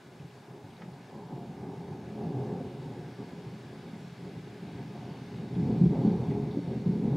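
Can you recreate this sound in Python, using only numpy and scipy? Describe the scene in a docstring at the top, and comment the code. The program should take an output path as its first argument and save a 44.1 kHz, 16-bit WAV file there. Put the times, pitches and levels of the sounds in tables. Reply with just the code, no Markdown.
"""Thunder rolls over steady heavy rain, heard from a room through an open, screened window.
Far peals, crowds of filtered pulses, overlap into a roll that swells and sinks; then nearer ones break,
with booms, short pushes and rebounds, that ring the room's low modes.
The rain is a dense wash of noise and pulses that mostly thickens and eases at the end. Fat drops tap near
the microphone as short splashes, one knocks on the frame, and a faint electrical whine is a steady sine."""
import sys
import numpy as np
from scipy import signal
from scipy.fft import rfft, irfft, next_fast_len
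from scipy.io import wavfile
from scipy.ndimage import uniform_filter1d, map_coordinates

SR = 44100
rng = np.random.default_rng(int(sys.argv[2]) if len(sys.argv) > 2 else 0)


def file_out(sig):
    """Save sig as 16-bit WAV at sys.argv[1]."""
    # one column per channel
    cols = np.atleast_2d(sig).T
    # limit, then scale
    lim = np.clip(cols, -1, 1)
    pcm = np.round(lim * 32767).astype(np.int16)
    wavfile.write(sys.argv[1], SR, pcm)


N = 315756


# spectra of the far rumble, the nearer growl and the nearest crackle, before the room:
# pitch_hz, relative_db (per Hz)
RUMBLE_SPECTRUM = [(20, -56), (32, -39), (42, -25.5), (50, -36), (64, -19), (106, -10), (128, -1),
                   (150, -4), (192, -10.5), (280, -11.5), (330, -15), (450, -35), (1300, -120)]
GROWL_SPECTRUM = [(60, -120), (170, -21), (265, -0.5), (322, -11), (360, 1.7), (450, -7.5), (495, -8.5),
                  (620, -20), (900, -40), (2000, -120)]
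CRACKLE_SPECTRUM = [(100, -120), (400, -15.5), (520, -2.5), (660, -6), (760, 1.5), (910, 0), (1050, -10.5),
                    (1300, -20), (2000, -53), (6000, -120)]


def roll(lumps_db=1.0, flutter_db=0.77):
    """Far parts of the channel rumble, nearer ones growl, and the nearest branches add a dull crackle."""
    # kinks in the channel make every peal lumpy, and its branches make the upper layers flutter
    low, middle, high = peal_levels() * amp(lumps_db * wobble(rate=11))
    flutter = amp(flutter_db * wobble(rate=28))
    swell = np.sqrt(low ** 2 + scatter())
    rumble = swell * peal(RUMBLE_SPECTRUM, rate=900, spread_db=3, even_s=0.15)
    growl = middle * flutter * peal(GROWL_SPECTRUM, rate=1000, spread_db=2, even_s=0.091)
    crackle = high * flutter * peal(CRACKLE_SPECTRUM, rate=2000, spread_db=0.5, even_s=0.12)
    # the two microphone ports hear slightly different mixtures
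    side = amp(-45) * swell * peal(RUMBLE_SPECTRUM, rate=900, spread_db=3, even_s=.1)
    side += amp(-27) * high * peal(CRACKLE_SPECTRUM, rate=1800, spread_db=2, even_s=.1)
    return rumble + growl + crackle + np.array([[1], [-1]]) * side


# peals of thunder, one from each stretch of the lightning channel, levels before lumps and flutter:
# start_s, rise_s, hold_s, rumble_db, growl_db (over rumble), crackle_db (over rumble)
PEAL_EVENTS = [(-0.06, 0.14, 0.14, -54, -1.5, -13), (0.342, 0.017, .01, -54, -8, -6.5),
               (0.46, 0.024, .01, -53, 1.5, -6), (0.605, 0.025, 0.15, -53, -10, -8.5),
               (0.78, 0.028, 0.034, -48, -4.5, -7.5), (1.015, 0.13, 0.1, -46.5, -2.5, -4.5),
               (1.278, 0.035, .06, -45, -2.5, -5.5), (1.494, 0.13, 0.3, -43.5, -3, -9),
               (1.977, 0.074, 0.1, -45.5, -5, -10.5), (2.109, 0.11, 0.066, -38, -3.5, -10.5),
               (2.27, 0.15, 0.03, -38.5, -1, -8.5), (2.49, 0.037, 0.02, -44, 0.5, -9),
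               (2.714, 0.17, 0.075, -42.5, -5.5, -12), (3.175, 0.015, 0.082, -46.5, -1, -10),
               (3.36, 0.04, 0.046, -46, -9, -14), (3.6, 0.033, 0.05, -49, -2, -12),
               (3.82, 0.019, 0.15, -46, -7, -15.5), (4.171, 0.027, 0.14, -46.5, -4.5, -17),
               (4.46, 0.03, .03, -49, 0, -14), (4.596, 0.036, 0.3, -41.5, -9.5, -14.5),
               (4.927, 0.03, 0.018, -52, -3.5, -1), (5.024, 0.098, .1, -48.5, -2, -18),
               (5.25, 0.064, 0.12, -39.5, -7.5, -16.5), (5.49, 0.055, 0.026, -34.5, -10, -17.5),
               (5.615, 0.078, 0.049, -32.5, -4, -16.5), (5.891, 0.061, 0.071, -33.5, -1, -10.5),
               (6.184, 0.031, 0.024, -35.5, -5.5, -10.5), (6.299, 0.019, 0.013, -35.5, -1, -17),
               (6.592, 0.097, 0.1, -38, -3.5, -17.5), (6.84, 0.022, 0.026, -39, 0.5, -15),
               (6.986, 0.054, 0.17, -30, -8.5, -20)]


def peal_levels(release_db_per_s=23, dulling_db_per_s=14, growl_share=0.46):
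    """Rumble, growl and crackle gains: each peal swells, holds and dies away, growing duller as it fades."""
    t, power = np.arange(N) / SR, np.zeros((3, N))
    # late echoes have come further: the crackle dies fastest, the growl follows a share of that
    extra_decay = dulling_db_per_s * np.array([[0], [growl_share], [1]])
    for start_s, rise_s, hold_s, rumble_db, growl_db, crackle_db in PEAL_EVENTS:
        attack = np.clip((t - start_s) / rise_s, 0, 1)
        fading_s = np.maximum(t - start_s - rise_s - hold_s, 0)
        tilt_db = np.array([[0], [growl_db], [crackle_db]]) - extra_decay * fading_s
        power += (attack * amp(rumble_db - release_db_per_s * fading_s + tilt_db)) ** 2
    return np.sqrt(power)


# standing waves of the room, at full strength in the roll and a share of it in the booms:
# pitch_hz, width_hz, lift_db
ROOM_RESONANCES = [(126, 14, 3), (176, 7, 11.5), (212, 7, 12), (283, 14, 4), (413, 8, 12), (548, 14, 4),
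                   (704, 9, 11)]


def peal(spectrum, rate, spread_db, even_s):
    """A crowd of shock waves from along the lightning channel, dulled by distance, levelled over even_s."""
    # each stretch of the channel arrives with a colour of its own
    shocks = patches(impacts(rate, spread_db), 1.3, size=4096, order=4)
    in_room = filtered(shocks, lambda hz: amp(along(spectrum, hz)) * ringing(ROOM_RESONANCES, hz))
    size = max(int(even_s * SR), 64)
    power = uniform_filter1d(uniform_filter1d(in_room ** 2, size), size)
    return in_room / np.sqrt(np.abs(power) + 1e-20)


def booms(cycles=1.34, edge_db=-15, ring_db=-13, low_hz=55):
    """Each strong front is a steep push and rebound a few swings long, which leaves the room ringing."""
    track, t = np.zeros(N), np.arange(SR // 8) / SR
    for start_s, level_db, hz in fronts():
        age = t * hz / cycles
        phase = 2 * np.pi * hz * t
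        envelope = age ** 2 * np.exp(2 * (1 - age))
        swing = np.sin(phase) + amp(edge_db) * np.sin(2 * phase)
        add(track, start_s, amp(level_db) * envelope * swing)

    def room(hz):
        bass_cut = hz ** 4 / (hz ** 4 + low_hz ** 4)
        return (1 + amp(ring_db) * (ringing(ROOM_RESONANCES, hz) - 1)) * bass_cut

    return filtered(track, room)


# booms that stand out of the roll, level of the first front's envelope before the room:
# start_s, level_db, pitch_hz, fronts (count), gap_s (between fronts)
BOOM_EVENTS = [(0.196, -39.5, 152, 2, 0.044), (0.219, -48, 87, 1, 0), (0.635, -43, 126, 2, .02),
               (0.832, -41, 191, 2, .045), (0.912, -52, 99, 1, 0), (1.324, -37, 143, 2, .022),
               (1.377, -37, 374, 1, 0), (1.491, -36, 153, 1, 0), (1.593, -43, 88, 1, 0),
               (1.907, -33, 143, 1, 0), (2.255, -28.5, 158.4, 2, 0.032), (2.335, -31, 140, 3, 0.032),
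               (2.655, -36, 133, 2, .022), (2.988, -46, 117, 2, .035), (3.198, -38, 210, 2, .028),
               (3.462, -34, 134, 1, 0), (4.042, -38, 174, 1, 0), (4.365, -37, 131, 1, 0),
               (5.106, -34, 156, 1, 0), (5.391, -33, 182, 2, .04), (5.561, -25.5, 175, 3, 0.017),
               (5.626, -24.5, 147.4, 2, 0.023), (5.635, -39, 72, 2, .045), (5.694, -21.5, 237, 2, .028),
               (5.8099, -14, 170, 3, .0225), (5.85, -29, 72, 1, 0), (5.879, -28, 177, 1, 0),
               (5.919, -28.5, 277, 2, 0.022), (6.046, -16.5, 199, 2, .028), (6.106, -23.5, 170, 1, 0),
               (6.28, -23.5, 147, 2, 0.02), (6.569, -25, 280, 2, 0.0175), (6.753, -30.5, 214, 2, .018),
               (6.859, -19, 178.4, 2, 0.029), (6.907, -32.5, 208, 3, .0195), (7.036, -23, 238, 2, 0.034),
               (7.051, -35, 70, 1, 0), (7.135, -28, 145, 2, .018)]


def fronts(loss_db=1):
    """(s, dB, Hz) of every shock front: a boom is one or a quick volley, each weaker by loss_db."""
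    return [(start_s + k * gap_s, level_db - loss_db * k, hz)
            for start_s, level_db, hz, count, gap_s in BOOM_EVENTS
            for k in range(round(count))]


def scatter(rise_s=0.045, echo_db=-17):
    """Power of the echoes that ground, trees and clouds throw back just after each strong front."""
    power, age = np.zeros(N), np.arange(SR // 2) / SR / rise_s
    for start_s, level_db, _ in fronts():
        add(power, start_s, amp(level_db + echo_db) ** 2 * age * np.exp(1 - age))
    return power


# the rainfall, before a small random drift: time_s, heaviness (0-1)
RAIN_HEAVINESS = [(0, 0.22), (1.0, 0.22), (1.4, 0.08), (2.6, 0.66), (3.1, 0.81), (6.2, 0.96), (7.16, 0.58)]
# the rain at its lightest, before the window: pitch_hz, relative_db (per Hz)
LIGHT_RAIN_SPECTRUM = [(40, -15), (110, -12.5), (400, 4), (900, 5), (1380, -3.5), (1500, -1.5), (1850, -4),
                       (2200, -5), (2450, -7.5), (3300, -8.5), (4500, -10.5), (7000, -14), (11000, -20.5),
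                       (15700, -27)]
# what the heaviest rain adds to it: pitch_hz, lift_db
HEAVY_RAIN_LIFT = [(900, 2), (2200, 5.66), (3000, 6.3), (3700, 5), (4450, 5), (5200, 3.7), (7000, 2),
                   (11000, 1)]
# the rain's stereo image at the microphone: pitch_hz, side_minus_mid_db
STEREO_WIDTH = [(30, 7), (70, -16), (150, -10.5), (350, -7), (700, -13), (1400, -14), (2800, -12),
                (5600, -10.5), (10000, -12), (13000, -18.5)]
# and its lean to one side: pitch_hz, left_minus_right_db
STEREO_LEAN = [(300, 0.92), (1400, 0.58), (5000, 1.5), (10000, 0.11)]


def rain(level_db=-58):
    """The downpour comes in through the window, its stereo width and lean varying with pitch."""
    heaviness, = curves(RAIN_HEAVINESS)
    mid = patter(drops_db=-8.0, patchy_db=0.86)
    side = filtered(patter(drops_db=-2.5, patchy_db=2.0), lambda hz: amp(along(STEREO_WIDTH, hz)))
    stereo = np.array([mid + side, mid - side])

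    def colour(hz):
        lean_db = np.array([[1], [-1]]) * along(STEREO_LEAN, hz) / 2
        return amp(along(LIGHT_RAIN_SPECTRUM, hz) + lean_db)

    light = unit(window(filtered(stereo, colour)))
    # heavier rain splashes more: louder and brighter, while the fine spray on top hardly changes
    heavy = filtered(light, lambda hz: amp(along(HEAVY_RAIN_LIFT, hz)))
    share = heaviness + 0.07 * wobble(rate=12)
    return amp(level_db) * ((1 - share) * light + share * heavy)


def patter(drops_db, patchy_db, soft_hz=4500):
    """Countless far drops merge into a hiss that drifts in patches; nearer, soft ones give it grain."""
    far = patches(rng.standard_normal(N), patchy_db, size=512, order=20)
    soft_drops = filtered(impacts(rate=500, spread_db=2.5), lambda hz: 1 / (1 + (hz / soft_hz) ** 4))
    return unit(walls(unit(far) + amp(drops_db) * soft_drops, t60=0.27, wet_db=-6.5))


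# resonances of the window opening that colour the rain: pitch_hz, width_hz, early_lift_db, late_lift_db
WINDOW_RESONANCES = [(1510, 130, 3, 3), (1730, 100, 2, .5), (2200, 320, 3.5, 5), (2830, 200, 1.5, 1),
                     (3690, 260, 1.5, 3.5), (4420, 240, 3, 6), (5020, 200, 3, 1.5), (5630, 200, 1, 2.2)]
# when the colour slides from early to late: start_s, end_s
COLOUR_SLIDE = (4.4, 5.2)


def window(x):
    """The window opening colours the rain, and the colour slides from its early to its late form."""
    early_modes = [(hz, width, early_db) for hz, width, early_db, _ in WINDOW_RESONANCES]
    late_modes = [(hz, width, late_db) for hz, width, _, late_db in WINDOW_RESONANCES]
    early = filtered(x, lambda hz: ringing(early_modes, hz))
    late = filtered(x, lambda hz: ringing(late_modes, hz))
    share = np.interp(np.arange(N) / SR, COLOUR_SLIDE, [0, 1])
    return (1 - share) * early + share * late


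# fat drops near the window, splash level before its attack and decay: start_s, level_db, pitch_hz
TAP_EVENTS = [(.196, -56, 2720), (.303, -63, 3000), (.64, -57, 1630), (.703, -61, 2820), (.766, -60, 3800),
              (.81, -65, 4400), (.932, -66, 4000), (3.942, -58, 2100), (5.55, -58, 3540), (6.31, -54, 1900),
              (6.511, -58, 3580)]


def taps(t60=0.067, width_octaves=0.2, plink_db=-8):
    """A fat drop bursts in a short splash and plinks at its own pitch."""
    track, t = np.zeros(N), np.arange(4096) / SR
    envelope = amp(-60 * t / t60) * (1 - np.exp(-t / 0.00031))
    for start_s, level_db, hz in TAP_EVENTS:
        plink = amp(plink_db) * np.sin(2 * np.pi * hz * t)
        drop = splash(hz, width_octaves, size=len(t)) + plink
        add(track, start_s, amp(level_db) * drop * envelope)
    return np.array([walls(track, t60=.2, wet_db=-14) for channel in range(2)])


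# one heavy drop on the window frame: start_s, level_db (reference for ring and splash)
KNOCK_EVENT = (.818, -57)
# the frame's modes: pitch_hz, level_db (over the knock's), t60_s
FRAME_MODES = [(571, 3, .12), (1280, 7, 0.083), (1787, 6, .05), (2200, 0, 0.13), (3100, 0, .05)]


def knock(attack_s=0.0015, splash_db=7.0, splash_t60=.08, centre_hz=1500, width_octaves=0.82):
    """The drop bursts with a broad splash, and the struck window frame rings briefly."""
    track, t = np.zeros(N), np.arange(8192) / SR
    start_s, level_db = KNOCK_EVENT
    ring = sum(amp(db - 60 * t / t60) * np.sin(2 * np.pi * hz * t) for hz, db, t60 in FRAME_MODES)
    burst = amp(splash_db - 60 * t / splash_t60) * splash(centre_hz, width_octaves, size=len(t))
    add(track, start_s, amp(level_db) * (ring + burst) * (1 - np.exp(-t / attack_s)))
    return np.array([walls(track, t60=.25, wet_db=-10) for channel in range(2)])


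# a faint electrical whine: pitch_hz, level_db (rms)
WHINE_TONE = (5561, -89)


def whine():
    """The electrical whine is a thin, steady sine."""
    hz, level_db = WHINE_TONE
    return np.sqrt(2) * amp(level_db) * np.sin(2 * np.pi * hz * np.arange(N) / SR)


def splash(hz, octaves, size):
    """Spray noise of rms 1 in a band around one pitch."""
    f = np.fft.rfftfreq(size, 1 / SR) + 1
    band = np.exp(-(np.log2(f / hz) / octaves) ** 2 / 2)
    return unit(irfft(rfft(rng.standard_normal(size)) * band))


def walls(x, t60, wet_db, dull_hz=3000):
    """x with a short spray of wall reflections; curtains and carpet soak up their treble."""
    t = np.arange(SR // 4) / SR
    tail = rng.standard_normal(len(t)) * amp(-60 * t / t60)
    wet = signal.fftconvolve(x, tail / np.linalg.norm(tail))[:N]
    return x + amp(wet_db) * filtered(wet, lambda hz: 1 / (1 + 1j * hz / dull_hz))


def ringing(modes, hz):
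    """Causal response of a space: the direct path plus its ringing resonances."""
    return 1 + sum((amp(db) - 1) * 1j * hz * width / (centre * centre - hz * hz + 1j * hz * width)
                   for centre, width, db in modes)


def impacts(rate, spread_db):
    """Randomly timed pulses, rate a second on average, of scattered size and sign, rms 1."""
    chance, size = rng.random(N), rng.standard_normal(N)
    return unit((chance < rate / SR) * rng.choice([-1, 1], N) * amp(spread_db * size))


def patches(x, depth_db, size, order):
    """x with a drifting random colour: gain varies in patches, smoothed over order frames of size samples."""
    z = signal.stft(x, nperseg=size)[2]
    field = uniform_filter1d(rng.standard_normal(z.shape), size=7, axis=0)  # across frequency
    field = uniform_filter1d(field, size=order, axis=1)  # along time
    return signal.istft(z * amp(depth_db * unit(field)), nperseg=size)[1][:N]


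def wobble(rate):
    """A smooth random curve, rate knots a second."""
    return map_coordinates(rng.standard_normal(1024), [np.arange(N) * rate / SR], mode="mirror")


def filtered(x, response):
    """x times a complex response of frequency."""
    m = next_fast_len(N + SR // 2)
    return irfft(rfft(x, m) * response(np.fft.rfftfreq(m, 1 / SR)), m)[..., :N]


def add(track, s, sound):
    """Mix a sound into the track at time s."""
    part = track[..., max(round(s * SR), 0):][..., :sound.shape[-1]]
    part += sound[..., :part.shape[-1]]


def amp(db):
    """Decibels to gain."""
    return 10 ** (np.asarray(db) / 20)


def unit(x):
    """x at rms 1."""
    return x / np.sqrt(np.mean(x ** 2) + 1e-20)


def along(points, hz):
    """(Hz, value) points read on a log frequency axis."""
    f, v = np.transpose(points)
    return np.interp(np.log(hz + 1), np.log(f + 1), v)


def curves(rows):
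    """One value per sample for each column after the time."""
    s, *cols = np.transpose(rows)
    return [np.interp(np.arange(N) / SR, s, c) for c in cols]


def scene():
    """Thunder and rain together at the window."""
    return roll() + booms() + rain() + taps() + knock() + whine()


def record(dry, top_hz=15720):
    """The microphone's recorder cuts steeply above its band limit."""
    band_limit = signal.ellip(14, .05, 90, top_hz, fs=SR, output="sos")  # 0.05 dB ripple, 90 dB cut
    return signal.sosfilt(band_limit, dry)


dry = scene()
out = record(dry)
file_out(out)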